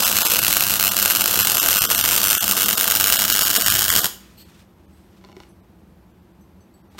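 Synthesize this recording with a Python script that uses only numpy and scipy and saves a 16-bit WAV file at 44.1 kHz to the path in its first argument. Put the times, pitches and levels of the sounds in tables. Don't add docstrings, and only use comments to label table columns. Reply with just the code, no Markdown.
import sys
import numpy as np
from scipy import signal
from scipy.fft import rfft, irfft, dct, next_fast_len
from scipy.io import wavfile
from scipy.ndimage import uniform_filter1d

SR = 44100
rng = np.random.default_rng(int(sys.argv[2]) if len(sys.argv) > 2 else 0)


def to_wav(sig):
    pcm = np.clip(np.atleast_2d(sig), -1, 1) * 32767
    pcm = np.round(pcm).astype(np.int16)
    wavfile.write(sys.argv[1], SR, pcm.T)


def nominal_scale(level):
    x = np.asarray(level, float) / 20
    return 10 ** x


N = 308459

# f/Hz, density/dB per Hz
SHOP_SPECTRUM = [(240, -33.5), (400, -5.5), (921, -5.5), (1310, -12.5), (1560, -15.5), (7510, -34.5),
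                 (12300, -24.5), (16000, -34)]
SHOP_DB = -62.5
# f/Hz, width/Hz, level/dB
FAN_BANDS = [(59, 8, -58), (78, 14, -56.5), (104.8, 14, -65), (188, 21, -53), (255, 81, -65.5),
             (335, 29, -60)]
# f/Hz, T60/s
ROOM_T60 = [(200, .6), (1000, 0.35), (4000, 0.35), (9000, .35), (15000, .25)]
# t/s, level/dB, top octave re level/dB
RUSTLE_CURVE = [(4.2, -53, -10), (4.35, -62, -6), (4.48, -60, -6), (4.54, -57.5, -10), (4.61, -59, -7),
                (4.66, -75, -6.5), (4.9, -72, -4), (4.94, -67, -3), (5.1, -69, -6), (5.14, -62, -13),
                (5.2, -66, -12), (5.45, -62.5, -8), (5.55, -77.5, -3.5), (6.88, -80, -6), (6.92, -65, -8),
                (6.972, -63.5, -8), (6.982, -51, -5), (6.987, -36, -9), (6.995, -37, -6)]
# t/s, level/dB
SQUEAK_CURVE = [
    (4.37, -78),
    (4.38, -56),
    (4.42, -56),
    (4.44, -68),
    (4.47, -80),
]
# f/Hz, width/Hz, level/dB
SQUEAK_BANDS = [(2900, 300, -2), (4370, 250, 3), (8000, 900, -3), (13400, 900, 1)]
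# t/s, peak/dB, shell re peak/dB
HINGE_NOTCHES = [(5.2126, -47, -2), (5.2407, -41, 0), (5.2485, -35.5, -9), (5.2877, -42, -2.5),
                 (5.2964, -43.5, -1), (5.3173, -40.5, -11), (5.3277, -38, -7), (5.3667, -34, -4),
                 (5.4023, -30, -11), (5.435, -37.5, -14.5), (6.9481, -50, 3.5), (6.9834, -31.5, -8),
                 (6.9884, -29, -2)]
# f/Hz, level/dB, T60/s
SHELL_MODES = [(378, 2, 0.052), (633, -1, .04), (806, 2, 0.048), (1000, -1.5, 0.045)]
# f/Hz, level/dB, T60/s
PAWL_MODES = [(1436, -4, .012), (2225, 1, .012), (2890, -1.5, 0.015), (3600, -2, .01), (4280, -3, 0.0089),
              (5400, -5, 0.0062)]
# t/s, peak/dB
COOLING_TICKS = [
    (4.93, -71.5),
    (5.49, -69.5),
    (6.41, -72),
    (6.607, -72),
    (6.74, -69.5),
]
# f/Hz, level/dB, T60/s
STEEL_MODES = [(4500, -3, .12), (6100, 1, 0.27), (7900, 0, .1), (8300, 0, 0.23), (10200, -1, 0.104),
               (13000, -2, 0.11)]
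# f/Hz, width/Hz, level/dB
HUM_BANDS = [(99, 7, -52.5), (198.6, 6, -45), (301, 6.4, -57), (665.5, 29, -43.5)]
# t/s, frying level/dB, hot-air thud level/dB
ARC_CURVE = [
    (0.0, -25, -41.5),
    (0.55, -28, -43),
    (1.25, -26.5, -50.5),
    (1.37, -25.5, -42),
    (3.58, -27.5, -56.5),
    (3.65, -27.5, -35),
    (4.07, -26, -53),
]
# f/Hz, density/dB per Hz
FRYING_SPECTRUM = [(120, -33.5), (200, -3.5), (360, -7), (1500, -3), (2290, -20), (2910, -6), (10500, -7.5),
                   (11700, -4.5), (16000, -7.5)]
RIPPLE_HZ = 99.9
# t/s, peak/dB
RESTRIKES = [(0.0049, -1), (0.0257, -4), (0.0359, -3), (0.0463, -2), (0.0493, 0), (0.0564, -3), (0.067, -2),
             (0.0773, 0), (0.081, -5), (0.089, -6), (0.0976, -4), (0.1159, -3), (0.127, -2.5), (0.1483, -8),
             (0.1567, -2), (0.1679, 2), (0.1767, -2.5), (0.1864, 2), (0.1987, -11.5), (0.2066, -3.5),
             (0.2178, 0), (0.2299, -4), (0.2572, -1.5), (0.2677, 1), (0.2752, -4), (0.2996, -4),
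             (0.3065, -2.5), (0.3178, 1.5), (0.3277, -3.5), (0.3362, -3), (0.3474, -2), (0.358, -1),
             (0.367, -1.5), (0.3894, 3.5), (0.3947, -8), (0.4182, -6), (0.4286, -2), (0.4367, -1),
             (0.4475, 1.5), (0.4573, -5.5), (0.4665, -2), (0.4803, 4), (0.5079, -2), (0.5191, -4.5),
             (0.5272, 3), (0.5371, -2), (0.5475, -7.5), (0.5576, -6), (0.5681, 5), (0.5777, -6),
             (0.5871, -15), (0.5968, -7), (0.6073, 1.5), (0.6172, -9), (0.6264, -4), (0.6369, -3),
             (0.6471, -9), (0.6563, -10), (0.6671, -2), (0.6773, -6), (0.6856, -6), (0.6971, -2),
             (0.7076, -2), (0.7174, -4), (0.7275, -6), (0.7385, -0.5), (0.7475, -9), (0.7567, -4),
             (0.7674, -7), (0.778, -12), (0.7972, 0.5), (0.8086, -1), (0.8168, -7), (0.8271, 0),
             (0.8384, 1), (0.8483, -1), (0.8575, -2), (0.8686, -2), (0.8782, 0), (0.8884, -5), (0.9181, -2),
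             (0.9667, 0.5), (0.9784, -3), (0.9884, -1), (0.9983, -2), (1.0094, -9), (1.0186, -7),
             (1.0268, 2), (1.0402, -10), (1.0509, -4), (1.0582, 6), (1.0777, -5), (1.1005, 0), (1.1076, 2),
             (1.1185, -2), (1.1503, 0), (1.1595, -0.5), (1.1686, -3), (1.1982, -7), (1.2085, 1),
             (1.2185, -1), (1.2403, -2), (1.2583, 2), (1.2778, -1.5), (1.2983, -11), (1.3097, -4),
             (1.3189, -8), (1.3289, -4), (1.3388, -4.5), (1.3571, -2), (1.3797, -8), (1.39, 1), (1.3999, 0),
             (1.4077, -2), (1.4183, -5), (1.4287, -4), (1.4486, -2), (1.4712, 3), (1.4982, -1),
             (1.5086, -7), (1.5183, -2), (1.5287, -9), (1.5482, -3), (1.5696, 1), (1.5807, -3), (1.5987, 3),
             (1.6084, -9), (1.618, -8), (1.6297, -2), (1.6389, -4), (1.6482, -9), (1.6606, 0), (1.6702, -6),
             (1.6863, 4.5), (1.699, -4), (1.7077, -2), (1.7187, -4), (1.7293, 0), (1.7397, -5),
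             (1.7495, -4), (1.759, -0.5), (1.769, 0), (1.779, -6), (1.783, -5), (1.7891, -2), (1.8079, -3),
             (1.8195, 3), (1.8283, -6), (1.8394, -1), (1.8499, -5), (1.9016, -2), (1.909, -5),
             (1.9194, 0.5), (1.9293, -6), (1.9484, -2), (1.9594, -5), (1.9796, -3), (1.9901, 0),
             (1.9985, -5), (2.011, 0), (2.0398, 1), (2.0508, -1), (2.0588, 0), (2.0784, -6), (2.0828, -6),
             (2.089, 1), (2.0993, -7), (2.1106, -1), (2.1177, -1), (2.1215, -8), (2.1294, -4), (2.1409, -6),
             (2.1529, -7), (2.1628, 0), (2.1761, -12), (2.1787, 0), (2.2008, -7), (2.2163, -4),
             (2.2317, -3), (2.2404, 2), (2.2506, -4), (2.2601, -3), (2.2709, -1), (2.2823, -4),
             (2.2908, -6), (2.3012, -1), (2.304, -5), (2.3094, 1), (2.3182, -3), (2.3298, 1), (2.3408, -9),
             (2.3504, 1.5), (2.3805, -3), (2.4071, -5.5), (2.4297, -5), (2.4415, -3), (2.4691, -11),
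             (2.4795, 0), (2.4906, -7), (2.5008, -7), (2.5114, 1), (2.5205, -1), (2.5684, -4), (2.5782, -4),
             (2.5891, -6), (2.5993, -5), (2.6081, -4), (2.6112, -5), (2.6196, 1), (2.6304, -3),
             (2.6395, -5.5), (2.6595, -3), (2.684, -1), (2.6896, -1), (2.7011, -3), (2.7091, -1),
             (2.7295, -3), (2.7793, -2), (2.7992, -3.5), (2.81, 1), (2.8207, -8), (2.8313, -4),
             (2.8418, -3), (2.8779, 0.5), (2.901, -0.5), (2.9106, 0), (2.9207, -1), (2.9407, -10),
             (2.9517, 1), (2.9605, -3), (2.9704, -3), (2.9799, -14), (2.9995, 0), (3.0095, 0.5), (3.02, -7),
             (3.0303, -7), (3.041, 2), (3.0505, -10), (3.0606, -5), (3.0707, -2), (3.0808, -2),
             (3.0908, -5), (3.1002, 1), (3.1044, -12), (3.1196, -11), (3.1236, 4), (3.1303, 0),
             (3.1392, -2), (3.1441, -8), (3.159, -3), (3.1696, -2), (3.1906, -3), (3.1993, -6),
             (3.2098, -5), (3.2197, 0), (3.2297, -7), (3.24, -4.5), (3.2503, -3), (3.2801, -5.5),
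             (3.2902, -7), (3.3, 2.5), (3.3199, -8), (3.3241, 0.5), (3.3315, -4), (3.3411, -3.5),
             (3.3514, -2), (3.3618, -2), (3.3712, -4), (3.3811, -5), (3.3912, 1), (3.4098, -3.5),
             (3.4137, -7), (3.4205, -1.5), (3.4312, -3), (3.451, -3), (3.4614, -6), (3.471, -2),
             (3.4811, -6), (3.502, -3), (3.5115, -4), (3.5312, -7), (3.5408, -5), (3.5513, -1.5),
             (3.5613, 0.5), (3.5648, -3), (3.5713, -7), (3.6113, -4.5), (3.621, -2), (3.6447, -9),
             (3.6515, -12.5), (3.662, 2), (3.6718, -3), (3.6819, 3), (3.701, 1), (3.7109, -4), (3.7221, -2),
             (3.7303, -15), (3.7407, -4), (3.7516, -2.5), (3.7606, -5), (3.7709, -12), (3.7814, -9),
             (3.7914, -1), (3.8023, -9), (3.8095, -5), (3.8204, -4.5), (3.8302, -12), (3.8412, -4.5),
             (3.8511, -8), (3.8606, -9), (3.8812, -4.5), (3.8909, -7.5), (3.9018, 4), (3.9249, -6),
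             (3.9379, -5), (3.9526, -1), (3.9618, 2), (3.9725, -2), (3.9815, -6), (3.991, -4), (4.0435, -4),
             (4.0563, -4)]
SPATTER_COUNT = 90
TORCH_S = [0, 2.2, 4.05]
# delay/ms at start, middle, end; level/dB at start, middle, end
PLATE_ECHOES = [(.34, .34, .32, -26, -5, -7), (.55, .54, 0.55, -21.5, -8, -17),
                (.66, 0.6325, .59, -11, -9.5, -2), (.71, .68, .63, -6.5, 1, -16),
                (.79, 0.774, .70, -3, -4, 3), (.95, 0.9215, .85, -15.5, -14, -3.5),
                (1.11, 0.86, 0.92, -18.5, -16.5, -27), (1.42, 1.3466, 1.29, -7.5, -3.5, -1),
                (1.46, 1.47, 1.3, -14, -11, -13), (2.05, 2.2, 1.9, -15, -17, -11),
                (2.6, 2.8, 2.7, -21, -19.5, -19)]
# f/Hz, width/Hz, gain/dB
PORT_BANDS = [(11720, 900, 4), (13100, 900, 3.5), (10340, 900, -5), (15800, 600, 3)]
# t/s, share of bands lost, length/s
THIN_FRAMES = [(0.048, .5, 0.035), (0.239, 0.48, 0.043), (0.282, 0.23, 0.048), (0.407, 0.29, 0.032),
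               (.9, 0.48, 0.035), (1.435, 0.3, 0.046), (1.602, 0.49, 0.049), (1.799, 0.5, 0.041),
               (1.875, 0.62, 0.047), (1.967, 0.36, .04), (2.03, 0.31, 0.046), (2.358, 0.3, .03),
               (2.395, 0.55, 0.067), (2.65, 0.39, 0.032), (2.762, 0.64, 0.023), (3.176, 0.59, .03),
               (3.333, 0.31, 0.037), (3.441, 0.45, 0.04), (3.584, 0.54, 0.022), (3.645, 0.24, 0.077),
               (3.704, 0.23, 0.052), (3.907, .4, 0.037), (4.014, 0.3, .04), (4.445, 0.39, 0.031),
               (4.87, 0.54, 0.034), (5.339, 0.55, 0.038), (5.53, 0.28, 0.036), (5.618, .5, 0.041),
               (6.129, .3, 0.038), (6.21, 0.29, .04), (6.335, 0.35, .035), (6.83, .55, 0.039),
               (6.895, 0.4, .04)]


def rms_one(x):
    return x / np.sqrt(np.mean(x ** 2) + 1e-20)


def in_time(rows):
    s, *columns = np.transpose(rows)
    t = np.arange(N) / SR
    return [np.interp(t, s, column) for column in columns]


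def at_hz(points, hz):
    table_hz, values = np.transpose(points)
    return np.interp(np.log(hz + 1), np.log(table_hz), values)


def coloured(spectrum):
    size = next_fast_len(N)
    hz = np.arange(size // 2 + 1) * SR / size
    white = rfft(rng.standard_normal(size))
    return rms_one(irfft(white * nominal_scale(at_hz(spectrum, hz)), size)[:N])


def drift(rate_hz):
    r = np.exp(-2 * np.pi * rate_hz / SR)
    wander = signal.lfilter([1], [1, -2 * r, r * r], rng.standard_normal(N + SR))
    return rms_one(wander[SR:])


def resonant(bands):
    out = np.zeros(N)
    for hz, width_hz, level_db in bands:
        r = np.exp(-np.pi * width_hz / SR)
        poles = [1, -2 * r * np.cos(2 * np.pi * hz / SR), r * r]
        band = signal.lfilter([1, 0, -1], poles, rng.standard_normal(N))
        out += nominal_scale(level_db) * rms_one(band)
    return out


def struck(times_s, peaks_db, modes, spread_db):
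    out = np.zeros(N)
    at = (np.array(times_s) * SR).astype(int)
    strengths = nominal_scale(spread_db * rng.standard_normal((len(at), len(modes))))
    for k, (hz, level_db, t60_s) in enumerate(modes):
        clicks = np.full(N, 1e-18)
        clicks[at] = nominal_scale(np.array(peaks_db) + level_db) * strengths[:, k]
        r, w = nominal_scale(-60 / (t60_s * SR)), 2 * np.pi * hz / SR
        out += signal.lfilter([0, np.sin(w)], [1, -2 * r * np.cos(w), r * r], clicks)
    return out


def shop_and_fan():
    return nominal_scale(SHOP_DB) * coloured(SHOP_SPECTRUM) + resonant(FAN_BANDS)


def workshop(x, gap_s=0.0044):
    age_s, tail = np.arange(SR) / SR, 0
    for low_hz in 62.5 * 2 ** np.arange(8):
        octave = signal.butter(2, [low_hz, 2 * low_hz], "band", fs=SR, output="sos")
        band = signal.sosfilt(octave, rng.standard_normal(SR))
        tail = tail + band * nominal_scale(-60 * age_s / at_hz(ROOM_T60, np.sqrt(2) * low_hz))
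    tail = tail * np.clip(age_s / gap_s, 0, 1) ** 2
    return signal.fftconvolve(x, tail / np.sqrt(np.sum(tail ** 2)))[:N]


def rustle():
    level_db, top_db = in_time(RUSTLE_CURVE)
    cloth = coloured([(500, -11), (1200, 0.5), (3000, -1.5), (7000, -8), (9000, -20)])
    top = coloured([(6000, -20), (8000, 6), (16000, -4.0)])
    after_arc = np.arange(N) / SR > RUSTLE_CURVE[0][0]
    return nominal_scale(level_db + 1.9 * drift(40)) * (cloth + nominal_scale(top_db) * top) * after_arc


def valve_squeak():
    t = np.arange(N) / SR
    closing = (t > SQUEAK_CURVE[0][0]) * (t < SQUEAK_CURVE[-1][0])
    return nominal_scale(in_time(SQUEAK_CURVE)[0]) * resonant(SQUEAK_BANDS) * closing


def helmet_hinge():
    s, peak_db, shell_db = np.transpose(HINGE_NOTCHES)
    pawl = struck(s, peak_db - 9, PAWL_MODES, 3.2)
    return pawl + struck(s + 0.0018, peak_db + shell_db - 5.5, SHELL_MODES, 3.6)


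def cooling_steel():
    return struck(*np.transpose(COOLING_TICKS), STEEL_MODES, 5.8)


def burning():
    return np.clip((ARC_CURVE[-1][0] - np.arange(N) / SR) / .004, 0, 1)


def thud_and_hum():
    thud_db = in_time(ARC_CURVE)[1]
    air = coloured([(15, -12), (50, -2.5), (100, -2.5), (160, -6.5), (400, -23.5)])
    thud = nominal_scale(thud_db + 3.0 + 5.0 * drift(16)) * air
    return burning() * (thud + resonant(HUM_BANDS))


def frying(ripple_db=3.5, ripple_lag_cycles=.3):
    t = np.arange(N) / SR
    ripple = ripple_db * np.cos(2 * np.pi * (RIPPLE_HZ * t - ripple_lag_cycles))
    level_db = in_time(ARC_CURVE)[0] + ripple + 4.6 * drift(150)
    return burning() * nominal_scale(level_db) * coloured(FRYING_SPECTRUM)


def pops(blast_db=7.0, suction=.4, suction_hz=2300, damping=0.56, scatter_db=-13, scatter_s=0.0019, size=512):
    spatter = rng.random((SPATTER_COUNT, 2)) * [RESTRIKES[-1][0], -5.0] + [0, -8]
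    s, peak_db = np.concatenate([RESTRIKES, spatter]).T
    luck = rng.standard_normal((len(s), len(PLATE_ECHOES) + 1))
    jw = 2j * np.pi * np.arange(size // 2 + 1) * SR / size
    w0 = 2 * np.pi * suction_hz * np.exp(0.15 * luck[:, :1])
    blast = 1 - suction * 2 * w0 ** 2 / (jw ** 2 + 2 * damping * w0 * jw + w0 ** 2)

    paths = np.ones_like(blast)
    for k, plate in enumerate(PLATE_ECHOES):
        delay_s = np.interp(s, TORCH_S, plate[:3]) / 1000
        gain = nominal_scale(np.interp(s, TORCH_S, plate[3:]) + 1.2 * luck[:, k + 1])
        paths += gain[:, None] * np.exp(-jw * delay_s[:, None])

    age_s = np.arange(size) / SR
    scatter_shape = age_s / scatter_s * np.exp(-(age_s / scatter_s) ** 2)
    clutter = nominal_scale(scatter_db) * rng.standard_normal((len(s), size)) * scatter_shape
    shapes = nominal_scale(peak_db + blast_db)[:, None] * irfft(blast * (paths + rfft(clutter)), size)
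    out = np.zeros(N + size)
    np.add.at(out, (s * SR).astype(int)[:, None] + np.arange(size), shapes)
    return out[:N]


def scene():
    near = pops() + frying() + rustle() + valve_squeak() + helmet_hinge() + cooling_steel()
    return (near + nominal_scale(-10.5) * workshop(near) + thud_and_hum() + shop_and_fan())[None]


def microphone_port(x):
    for hz, width_hz, gain_db in PORT_BANDS:
        a, w = nominal_scale(gain_db / 2), 2 * np.pi * hz / SR
        k = np.sin(w) * width_hz / hz / 2
        zeros = [1 + k * a, -2 * np.cos(w), 1 - k * a]
        poles = [1 + k / a, -2 * np.cos(w), 1 - k / a]
        x = signal.lfilter(zeros, poles, x)
    return x


def thin_frames(x, width=12, tilt=.7, keep=0.69):
    out = x.copy()
    for s, share, length_s in THIN_FRAMES:
        size = 2 * int(length_s * SR / 2)
        at = max(int(s * SR) - size // 2, 0)
        window = np.sin(np.pi / 2 * np.sin(np.pi * np.arange(size) / size) ** 2)
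        frame = window * x[at:at + size]
        lines = dct(frame, norm="ortho")
        hz = np.arange(size) * SR / size / 2
        band = (hz / (width * SR / 2048)).astype(int)
        level = np.sqrt(np.bincount(band, lines ** 2) / np.bincount(band) + 1e-20)
        log_level = np.log(level)
        rank = (log_level - tilt * uniform_filter1d(log_level, size=15))[:60]
        strong = rank > np.quantile(rank, np.clip(share, 0, 1))
        alive = np.append(strong, np.zeros(len(level), bool))
        lines = lines * alive[band] * (np.abs(lines) > keep * level[band])
        out[at:at + size] += window * (dct(lines, type=3, norm="ortho") - frame)
    return out


def low_pass(x):
    return signal.sosfilt(signal.butter(12, 17100, fs=SR, output="sos"), x)


def record(dry):
    bass_cut = signal.butter(2, 45, "high", fs=SR, output="sos")
    top_cut = signal.ellip(10, .5, 70, 15800, fs=SR, output="sos")
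    x = microphone_port(signal.sosfilt(bass_cut, dry[0]))
    x = 1.347 * np.tanh(x / 1.286)
    x = thin_frames(signal.sosfilt(top_cut, x))
    return low_pass(np.clip(x, -1, 1)[None])


dry = scene()
out = record(dry)
to_wav(out)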